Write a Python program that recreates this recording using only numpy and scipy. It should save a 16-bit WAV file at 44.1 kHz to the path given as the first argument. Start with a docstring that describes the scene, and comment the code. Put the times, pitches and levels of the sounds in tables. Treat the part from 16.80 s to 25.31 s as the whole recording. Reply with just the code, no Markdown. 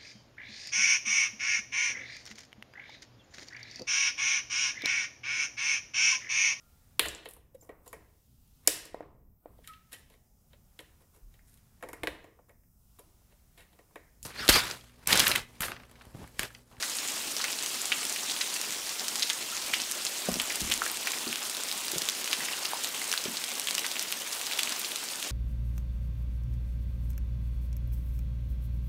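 """Under a rock overhang: meltwater falls onto stony, wet ground close to a microphone.
Drops are a contact tick, a damped pop with a short ring, and lumpy noise for the spray.
Small drops patter and crackle in random clumps; trapped bubbles plop as rising, decaying sines.
Heavy lumps thump low; behind lie a sparse-tap rock echo, the curtain's shaped noise and low wind.
At about 3.5 s the sound turns closer and brighter: highs sharpen and the curtain thins near 7 kHz."""
import sys
import numpy as np
from scipy import signal
from scipy.fft import rfft, irfft, next_fast_len
from scipy.io import wavfile
from scipy.ndimage import uniform_filter1d

SR = 44100
rng = np.random.default_rng(int(sys.argv[2]) if len(sys.argv) > 2 else 0)


def digitize_waveform(pressure):
    """Quantize a signal to 16-bit integers and store it at the path in sys.argv[1].

    Rows of a 2-D input are taken as channels; values are limited to [-1, 1].
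    """
    field = np.atleast_2d(pressure).T
    bounded = np.clip(field, -1, 1)
    quanta = np.round(bounded * 32767).astype(np.int16)
    wavfile.write(sys.argv[1], SR, quanta)


N = 375291

# loudest drops: [t/s, nominal pop peak/dB, pop f/Hz, relative tick setting/dB, relative spray setting/dB]
DROPS = [(0.0258, -16.5, 4840, -9, -12), (0.0302, -23, 1760, -9, -7), (0.0978, -19.5, 6350, -13, -14),
         (0.169, -17, 8700, -11, -19), (0.1865, -16.5, 4500, -18, -17), (0.2764, -17, 7000, -11, -23),
         (0.2865, -22, 6730, -6, -12), (0.5666, -14.5, 5600, -12, -20), (0.594, -28, 3900, -3, -17),
         (0.598, -33, 1400, -9, -3), (0.6143, -18, 4630, -12, -9), (0.6418, -19, 2230, 0.5, -5.5),
         (0.729, -18.5, 5130, -17, -24), (0.8256, -16, 7100, -29, -28), (0.8618, -18, 6670, -14, -14.5),
         (1.0174, -14.5, 7350, -20, -27), (1.056, -14.5, 7800, -8, -18), (1.118, -30, 3900, 2, -10),
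         (1.1197, -11, 2420, -19, -14), (1.1238, -10.5, 2920, -19, -20), (1.2523, -17.5, 7060, -4, -26),
         (1.297, -17, 7250, -7, -21), (1.3256, -16.5, 6500, -17, -22), (1.3618, -22, 2840, -3, -12),
         (1.4973, -18, 3800, -17, -10), (1.511, -21.5, 4500, -15, -6), (1.6092, -26.5, 2300, -7, -3),
         (1.6103, -22.5, 4380, -13, -2), (1.741, -19, 7500, -7, -13), (1.7632, -24.5, 2880, 2, -7.5),
         (1.8143, -20.5, 8600, 2, -21), (1.9241, -18, 6760, -14, -20), (2.0932, -21, 6000, -5, -12),
         (2.196, -19, 4800, -9, -20), (2.2825, -24, 5430, 6, -7), (2.3567, -21.5, 5040, 3, -9),
         (2.396, -18, 5730, -17, -15), (2.4232, -12, 4200, -22, -15), (2.4261, -19.5, 4400, -16, -3),
         (2.4339, -19, 3700, -18, -22), (2.4947, -27, 4600, 1, -1), (2.5, -12.5, 3600, -7, -17),
         (2.5042, -22, 2190, 1.5, -9), (2.5324, -18, 6600, -13, -22), (2.7675, -16, 6600, -20, -22),
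         (2.934, -23, 3100, -9, -3), (2.9371, -12.5, 2280, -8, -20), (2.9418, -14.5, 3070, -11, -12),
         (3.0007, -17.5, 4100, -11, -14), (3.0184, -14, 6100, -16, -25), (3.1134, -13, 9700, -11, -22),
         (3.121, -16, 6300, -17, -20), (3.2511, -12, 7240, -17, -23), (3.267, -13, 4540, -25, -16),
         (3.541, -16.5, 5400, -7, -25), (3.5987, -30, 2900, 8, 5), (3.5996, -12.5, 3080, -16, -23),
         (3.6171, -18.5, 9500, -1, -16), (3.6995, -26, 2300, -17, -18), (3.704, -19, 2330, -21, -29),
         (3.757, -12.5, 8300, -6.5, -22), (3.8063, -28.5, 3930, 6, -4), (3.8999, -30.5, 2800, 7, -14),
         (3.915, -17, 3220, -4, -9.5), (3.9194, -12, 3600, -11, -19), (3.923, -13, 3320, -6, -23),
         (3.9392, -11.5, 7100, -9, -27), (4.0192, -14.5, 1380, -17, -22), (4.058, -22, 8500, -8, -21),
         (4.0634, -21, 1730, -5, -15), (4.0786, -23, 8700, -6, -20), (4.161, -28, 6400, -13, -25),
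         (4.272, -17.5, 2000, -1, -9), (4.3188, -17, 7360, -4, -19), (4.335, -21, 2370, -14, -10),
         (4.5283, -18.5, 2850, -3, -20), (4.8358, -19, 7800, -6, -23), (4.9143, -20.5, 4080, -1, -19),
         (4.9256, -29, 5600, 8, -15), (5.082, -22, 4540, 0, -21), (5.1177, -15.5, 10200, -6, -26),
         (5.1829, -18, 6660, -2, -17), (5.219, -25.5, 5000, 5, -10), (5.2881, -13, 3700, -3, -18),
         (5.298, -15.5, 5700, -6, -27), (5.5132, -21, 4130, -4, -11), (5.5245, -31, 2700, 6, -12),
         (5.5301, -11, 3230, -6, -12.5), (5.6062, -23, 1960, -11, -19), (5.6853, -21, 2200, -16, -12),
         (5.7335, -25, 2800, -13, -20), (5.8512, -24.5, 2600, 1.5, -14), (5.855, -14, 4700, -16, -21),
         (5.9337, -20.5, 910, -18, -26), (6.0457, -17.5, 4280, -3.5, -19), (6.217, -24, 2100, -3, -27),
         (6.316, -23.5, 5650, 6, -21), (6.3275, -16.5, 3100, -2.5, -15.5), (6.3386, -18.5, 1650, -1, -19),
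         (6.377, -13, 4030, -14, -24), (6.4541, -20.5, 3500, -17, -14), (6.57, -18, 4400, -14, -13),
         (6.7972, -16.5, 9400, -3.5, -22), (6.8722, -17, 3400, -7, -14), (6.886, -14, 3220, -13, -30),
         (6.9092, -18, 4440, -4, -21), (6.951, -18.5, 5950, 0, -26), (6.981, -15, 3020, -3, -14),
         (6.9934, -22, 6500, 2, -24), (7.044, -21.5, 1980, -16, -9), (7.065, -20, 8150, -1, -17),
         (7.1153, -22, 4400, -2, -22), (7.1565, -23, 2600, -14, -12), (7.167, -19, 2760, -20, -16),
         (7.1946, -15.5, 6100, -5, -18), (7.2264, -15.5, 9600, -12, -27), (7.3243, -20, 2920, -5.5, -15),
         (7.526, -26, 4730, 0, -23), (7.713, -20, 2510, -11, -19), (7.7222, -22, 4030, -4, -16),
         (7.7342, -20, 4000, -4, -23), (7.7886, -20, 3580, -7, -11), (7.792, -12, 3100, -8, -19),
         (7.796, -25, 4800, 2, -17), (7.804, -22, 3100, -17, -23), (7.833, -19, 4400, 2, -17),
         (7.874, -20, 2530, -8, -15), (7.894, -20, 8100, -4, -25), (8.0465, -17.5, 4470, -14, -12),
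         (8.1182, -20.5, 3630, -16, -22), (8.335, -22.5, 3440, -14, -26), (8.4273, -19.5, 3650, -4, -25)]
# swell and slackening of the falling water: [t/s, curtain hiss RMS level/dB]
FALL_LEVEL = [(0.0, -37.5), (1.47, -36.5), (2.72, -38), (3.2, -37.5), (3.72, -36.5), (4.34, -37),
              (6.35, -36.5), (6.75, -38.5), (7.06, -37), (7.35, -38), (7.89, -36), (8.25, -39), (8.51, -38)]
# quick turn to a closer, brighter sound: [t/s, nearness 0 far to 1 near]
NEARNESS = [(0, 0), (3.42, 0), (3.5, 1), (8.51, 1)]


def gain_of(db):
    """Amplitude ratio from dB."""
    return 10 ** (np.asarray(db) / 20)


def evened(x):
    """Scale to unit RMS."""
    return x / np.sqrt(np.mean(x ** 2) + 1e-20)


def smoothed_twice(x, size):
    """Two moving averages along the first axis, size in samples."""
    return uniform_filter1d(uniform_filter1d(x, size, axis=0), size, axis=0)


def along(rows, t_s):
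    """Second column of a table, interpolated linearly in time."""
    rows = np.array(rows)
    return np.interp(t_s, rows[:, 0], rows[:, 1])


def read(points, hz):
    """Second column of a table, interpolated over log frequency."""
    f, value = np.transpose(points)
    return np.interp(np.log(hz + 1), np.log(f + 1), value)


def add(mix, start_s, sound):
    """Mix a sound in place, cut at the end of the mix."""
    part = mix[round(start_s * SR):][:len(sound)]
    part += sound[:len(part)]


def band(x, hz, spread):
    """First-order band-pass a factor `spread` either side of hz."""
    spread = max(spread, 1.05)
    edges_hz = [hz / spread, min(hz * spread, .49 * SR)]
    return signal.lfilter(*signal.butter(1, edges_hz, "band", fs=SR), x)


def pop(hz, turns, size):
    """A cavity opens and shuts: a sine whose envelope peaks at turns/2 cycles, high-passed to radiate no bass."""
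    phase = hz * np.arange(size) / SR
    rise = phase / turns * 2
    swing = np.sin(2 * np.pi * phase) * rise * np.exp(1 - rise)
    return signal.lfilter(*signal.butter(2, hz / 4.45, "high", fs=SR), swing)


def tick(noise):
    """Contact: a wide, heavily damped swing plus fizz decaying over 1.6 ms."""
    t = np.arange(len(noise)) / SR
    fizz = evened(band(noise, 5800, 1.5)) * gain_of(-11.5) * np.exp(-t / 0.0016)
    return pop(5500, .4, size=len(t)) + fizz


def drop(hz, tick_db, spray_db, noise, spray_t60_s=0.039, spread=1.62):
    """A wide tick on contact, a pop with a short ring, then droplets falling back as lumpy noise."""
    t = np.arange(noise.shape[1]) / SR
    ring_env = np.exp(-t * hz / 4.3) * (1 - np.exp(-t * hz))  # decays over 4.3 cycles
    ring = gain_of(-15.0) * np.sin(2 * np.pi * hz * t) * ring_env
    lumps = gain_of(3 * evened(uniform_filter1d(noise[0], 40)))
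    spray = evened(band(band(noise[1] * lumps, hz, spread), hz, spread))
    spray_env = gain_of(spray_db + 6.0 - 60 * t / spray_t60_s) * (1 - np.exp(-t / 0.0019)) ** 2
    contact = gain_of(tick_db + 7.5) * tick(noise[0])
    return pop(hz, 1.33, size=len(t)) + ring + contact + spray * spray_env


def big_drops():
    """Each near drop has its own size, pitch, tick and spray."""
    out, noise = np.zeros(N), rng.standard_normal((len(DROPS), 2, 2600))
    for (start_s, db, hz, tick_db, spray_db), row in zip(DROPS, noise):
        add(out, start_s, gain_of(db) * drop(hz, tick_db, spray_db, row))
    return out


def middling_drops():
    """Drops between the loudest and the patter land at random; nearness sharpens their tick."""
    count, mix_spread_db = 170, 3
    noise = rng.standard_normal((count, 2, 2600))
    times_s = rng.random(count) * N / SR
    chance = rng.standard_normal((count, 4)).clip(-2, 2)
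    out = np.zeros(N)
    for start_s, (size, pitch, sharp, wet), row in zip(times_s, chance, noise):
        hz = min(5600 * 2 ** (.55 * pitch), 10000)  # spread in octaves
        tick_db = -9.5 + 5.5 * along(NEARNESS, start_s) + mix_spread_db * sharp
        spray_db = -17.5 + mix_spread_db * wet
        add(out, start_s, gain_of(-25.5 + 2.5 * size) * drop(hz, tick_db, spray_db, row))
    return out


def bubbles():
    """Drops into puddles trap bubbles: short sines that rise a little as they die, most at random."""
    # plops: [t/s, nominal peak level/dB, f/Hz]
    plops = [(2.688, -32, 2650), (2.723, -33, 1310), (5.604, -32, 1920), (5.696, -30, 2650),
             (5.732, -29, 2720), (5.851, -25, 2600), (6.215, -36, 2020)]
    fade_cycles, glide = 12.4, 0.054  # cycles to 1/e, and fractional pitch rise over them
    stray_count, stray_db, stray_hz, spread_octaves = 120, -39.5, 3090, 0.43
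    times_s = rng.random(stray_count) * N / SR
    chance = rng.standard_normal((stray_count, 2)).clip(-2, 2)
    stray = [(start_s, stray_db + 3.0 * size, stray_hz * 2 ** (spread_octaves * pitch))
             for start_s, (size, pitch) in zip(times_s, chance)]
    out = np.zeros(N)
    for start_s, db, hz in [*plops, *stray]:
        turns = hz * np.arange(1500) / SR
        fade = turns / fade_cycles
        tone = np.sin(2 * np.pi * turns * (1 + glide * fade / 2))
        add(out, start_s, gain_of(db) * tone * np.exp(-fade) * (1 - np.exp(-turns)))
    return out


def clumped_hits(per_s, size_db, clump_db, clump_samples):
    """Random impacts in loose clumps, with random sign and a few larger: hit mask and amplitudes."""
    clumps = gain_of(clump_db * evened(smoothed_twice(rng.standard_normal(N), clump_samples)))
    hits = rng.random(N) < per_s / SR * clumps / clumps.mean()
    excess_db = size_db * np.minimum(rng.exponential(1, N), 3.0)
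    return hits, hits * gain_of(excess_db) * rng.choice([-1, 1], N)


def patter(per_s=700, size_db=1.5, count=40):
    """Small drops of many pitches in clumps; those over 7 kHz gain level with nearness."""
    # small drops by pitch: [f/Hz, relative level/dB]
    pitch_levels = [(300, -21.5), (700, -6.5), (1500, -12.5), (3000, 11), (6000, 10.5), (10000, 17.5),
                    (15000, -25)]
    t = np.arange(N) / SR
    hits, size = clumped_hits(per_s, size_db, clump_db=4.5, clump_samples=700)
    kind, out, nearness = rng.integers(0, count, N), np.zeros(N), along(NEARNESS, t)
    for k, hz in enumerate(np.geomspace(pitch_levels[0][0], pitch_levels[-1][0], count)):
        shape = drop(hz, -9.0, -30.5, rng.standard_normal((2, 1200)))
        at = np.flatnonzero(hits & (kind == k))
        near_db = 2.0 * nearness[at] * max(np.log2(hz / 7000), 0)
        train = np.zeros(N)
        train[at] = size[at] * gain_of(read(pitch_levels, hz) + near_db)
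        out += signal.oaconvolve(train, shape)[:N]
    return evened(out) * gain_of(along(FALL_LEVEL, t) - 5.5)


def crackle(per_s=250, size_db=5.5, count=12):
    """Fine droplets on stone and leaves only tick, in clumps; louder when near."""
    _, size = clumped_hits(per_s, size_db, clump_db=4.3, clump_samples=400)
    kind, t = rng.integers(0, count, N), np.arange(200) / SR
    out = np.zeros(N)
    for k, hz in enumerate(np.geomspace(5000, 15500, count)):
        shape = band(rng.standard_normal(200) * np.exp(-t / 0.0003), hz, 3.5)
        out += signal.oaconvolve(size * (kind == k), shape / np.linalg.norm(shape))[:N]
    return evened(out) * gain_of(-53.5 + 2.7 * along(NEARNESS, np.arange(N) / SR))


def snaps():
    """Sub-millisecond bursts at the very top: lone droplets, and the tick of every loud drop close by."""
    # sharpest lone droplets: [t/s, peak level/dB]
    lone = [(3.5311, -23), (3.9594, -26), (4.1162, -15), (4.4627, -37), (4.6488, -21), (5.055, -25),
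            (5.1036, -26), (5.18, -26), (5.301, -26), (5.497, -27), (6.0898, -22), (6.288, -26),
            (6.608, -29), (6.8688, -28), (7.3073, -25), (7.3187, -17), (7.3735, -20), (7.5503, -21),
            (7.6027, -24), (7.927, -25), (7.995, -15)]
    snap_hz, decay_s, under_tick_db = 13400, 0.00077, -3
    close = [(start_s, db + tick_db + under_tick_db) for start_s, db, _, tick_db, _ in DROPS
             if along(NEARNESS, start_s) > .5]
    events, t = [*lone, *close], np.arange(200) / SR
    out, noise = np.zeros(N), rng.standard_normal((len(events), 200))
    for (start_s, db), row in zip(events, noise):
        burst = band(row * np.exp(-t / decay_s), snap_hz, 1.5)
        add(out, start_s, gain_of(db) * burst / abs(burst).max())
    return out


def thumps():
    """A heavy lump makes a low pop and a short rumble in the ground."""
    # dull thumps: [t/s, nominal pop peak/dB, f/Hz, rumble t60/s]
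    lumps = [(3.486, -24.5, 230, 0.1), (3.487, -19.5, 547, 0.042), (3.519, -30, 220, .06),
             (3.557, -32, 282, .04), (3.568, -30.5, 245, 0.057), (3.816, -31, 204, 0.09),
             (3.84, -41, 149, 0.3), (3.875, -37, 262, 0.45), (4.468, -30.5, 280, 0.18),
             (4.498, -40, 238, .04), (5.134, -30, 357, .04), (5.158, -30, 420, 0.075),
             (5.162, -36, 172, 0.053), (6.457, -26, 390, 0.042), (6.481, -32, 221, 0.077)]
    out, t = np.zeros(N), np.arange(8000) / SR
    noise = rng.standard_normal((len(lumps), 8000))
    for (start_s, db, hz, t60_s), row in zip(lumps, noise):
        rumble = evened(band(band(row, hz, 1.5), hz, 1.5))
        rumble = rumble * gain_of(-7.0 - 60 * t / t60_s) * (1 - np.exp(-t * hz))
        add(out, start_s, gain_of(db) * (pop(hz, 1.04, size=len(t)) + rumble))
    return out


def overhang(x, t60_s=0.23):
    """The rock roof returns a short dull scatter: sparse decaying taps from 4 ms, low-passed."""
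    t = np.arange(5000) / SR
    sparse = (rng.random(5000) < .3) * (t > .004)
    taps = rng.choice([-1., 1.], 5000) * sparse * gain_of(-60 * t / t60_s)
    taps = signal.lfilter(*signal.butter(1, 6000, fs=SR), taps)
    return signal.oaconvolve(x, taps / np.linalg.norm(taps))[:N]


def hiss():
    """The far curtain: random spectra with patches and a flicker shared over wide bands."""
    # curtain spectrum: [f/Hz, relative level/dB]
    spectrum = [(40, -64), (100, -14), (160, -9.5), (235, -0.5), (330, -0.5), (560, -2.5), (1000, -1),
                (1800, -1.5), (2800, 0.5), (6000, 1.5), (8200, 0), (12400, -8), (16000, -10)]
    frames, hz = N // 128 + 5, np.fft.rfftfreq(512, 1 / SR)
    real, imag, patches, flicker = rng.standard_normal((frames, 257, 4)).T  # each (frequency, frame)
    patches = evened(uniform_filter1d(uniform_filter1d(patches, 8, 0), 12, 1))
    flicker = evened(uniform_filter1d(uniform_filter1d(flicker, 90, 0), 4, 1))
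    nearness = along(NEARNESS, np.arange(frames) * 128 / SR)
    octaves = np.log2((hz + 1) / 7000)[:, None]
    # close up: brighter above 7 kHz, thinner around it
    near_db = (0.44 * np.maximum(octaves, 0) - 2.5 * np.exp(-octaves ** 2 / 1.1)) * nearness
    z = (real + 1j * imag) * gain_of(1.73 * patches + 1.34 * flicker + near_db)
    x = signal.istft(z, nperseg=512, noverlap=384)[1][:N]
    size = next_fast_len(N)
    shape = gain_of(read(spectrum, np.fft.rfftfreq(size, 1 / SR)))
    x = irfft(rfft(x, size) * shape, size)[:N]
    return evened(x) * gain_of(along(FALL_LEVEL, np.arange(N) / SR))


def wind():
    """A lumpy low rumble on the microphone: a wavering breeze and gusts that strike and die away."""
    # gusts: [start t/s, level before rise and decay/dB, decay/s]
    gust_rows = [(3.5, -44, .05), (3.812, -43, 0.081)]
    breeze_db, near_db, waver_db, gust_rise_s = -72, -2.5, 2.5, .008
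    t = np.arange(N) / SR
    sos = signal.butter(2, [24, 85], "band", fs=SR, output="sos")
    low = signal.sosfilt(sos, rng.standard_normal(N))
    waver = evened(smoothed_twice(rng.standard_normal(N), 9000))
    level = gain_of(breeze_db + near_db * along(NEARNESS, t) + waver_db * waver)
    for start_s, db, decay_s in gust_rows:
        since = np.maximum(t - start_s, 0)
        level = level + gain_of(db) * (1 - np.exp(-since / gust_rise_s)) * np.exp(-since / decay_s)
    return evened(low) * level


def scene():
    """Near impacts with their rock echo, over the curtain and the wind."""
    near = big_drops() + middling_drops() + bubbles() + patter() + crackle() + snaps() + thumps()
    return (near + gain_of(-13.0) * overhang(near) + hiss() + wind())[None]


def record(dry):
    """Band limit: linear-phase low-pass at 15.7 kHz."""
    taps = signal.firwin(511, 15700, window=("kaiser", 9), fs=SR)
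    return signal.oaconvolve(dry, taps[None], "same")


dry = scene()
out = record(dry)
digitize_waveform(out)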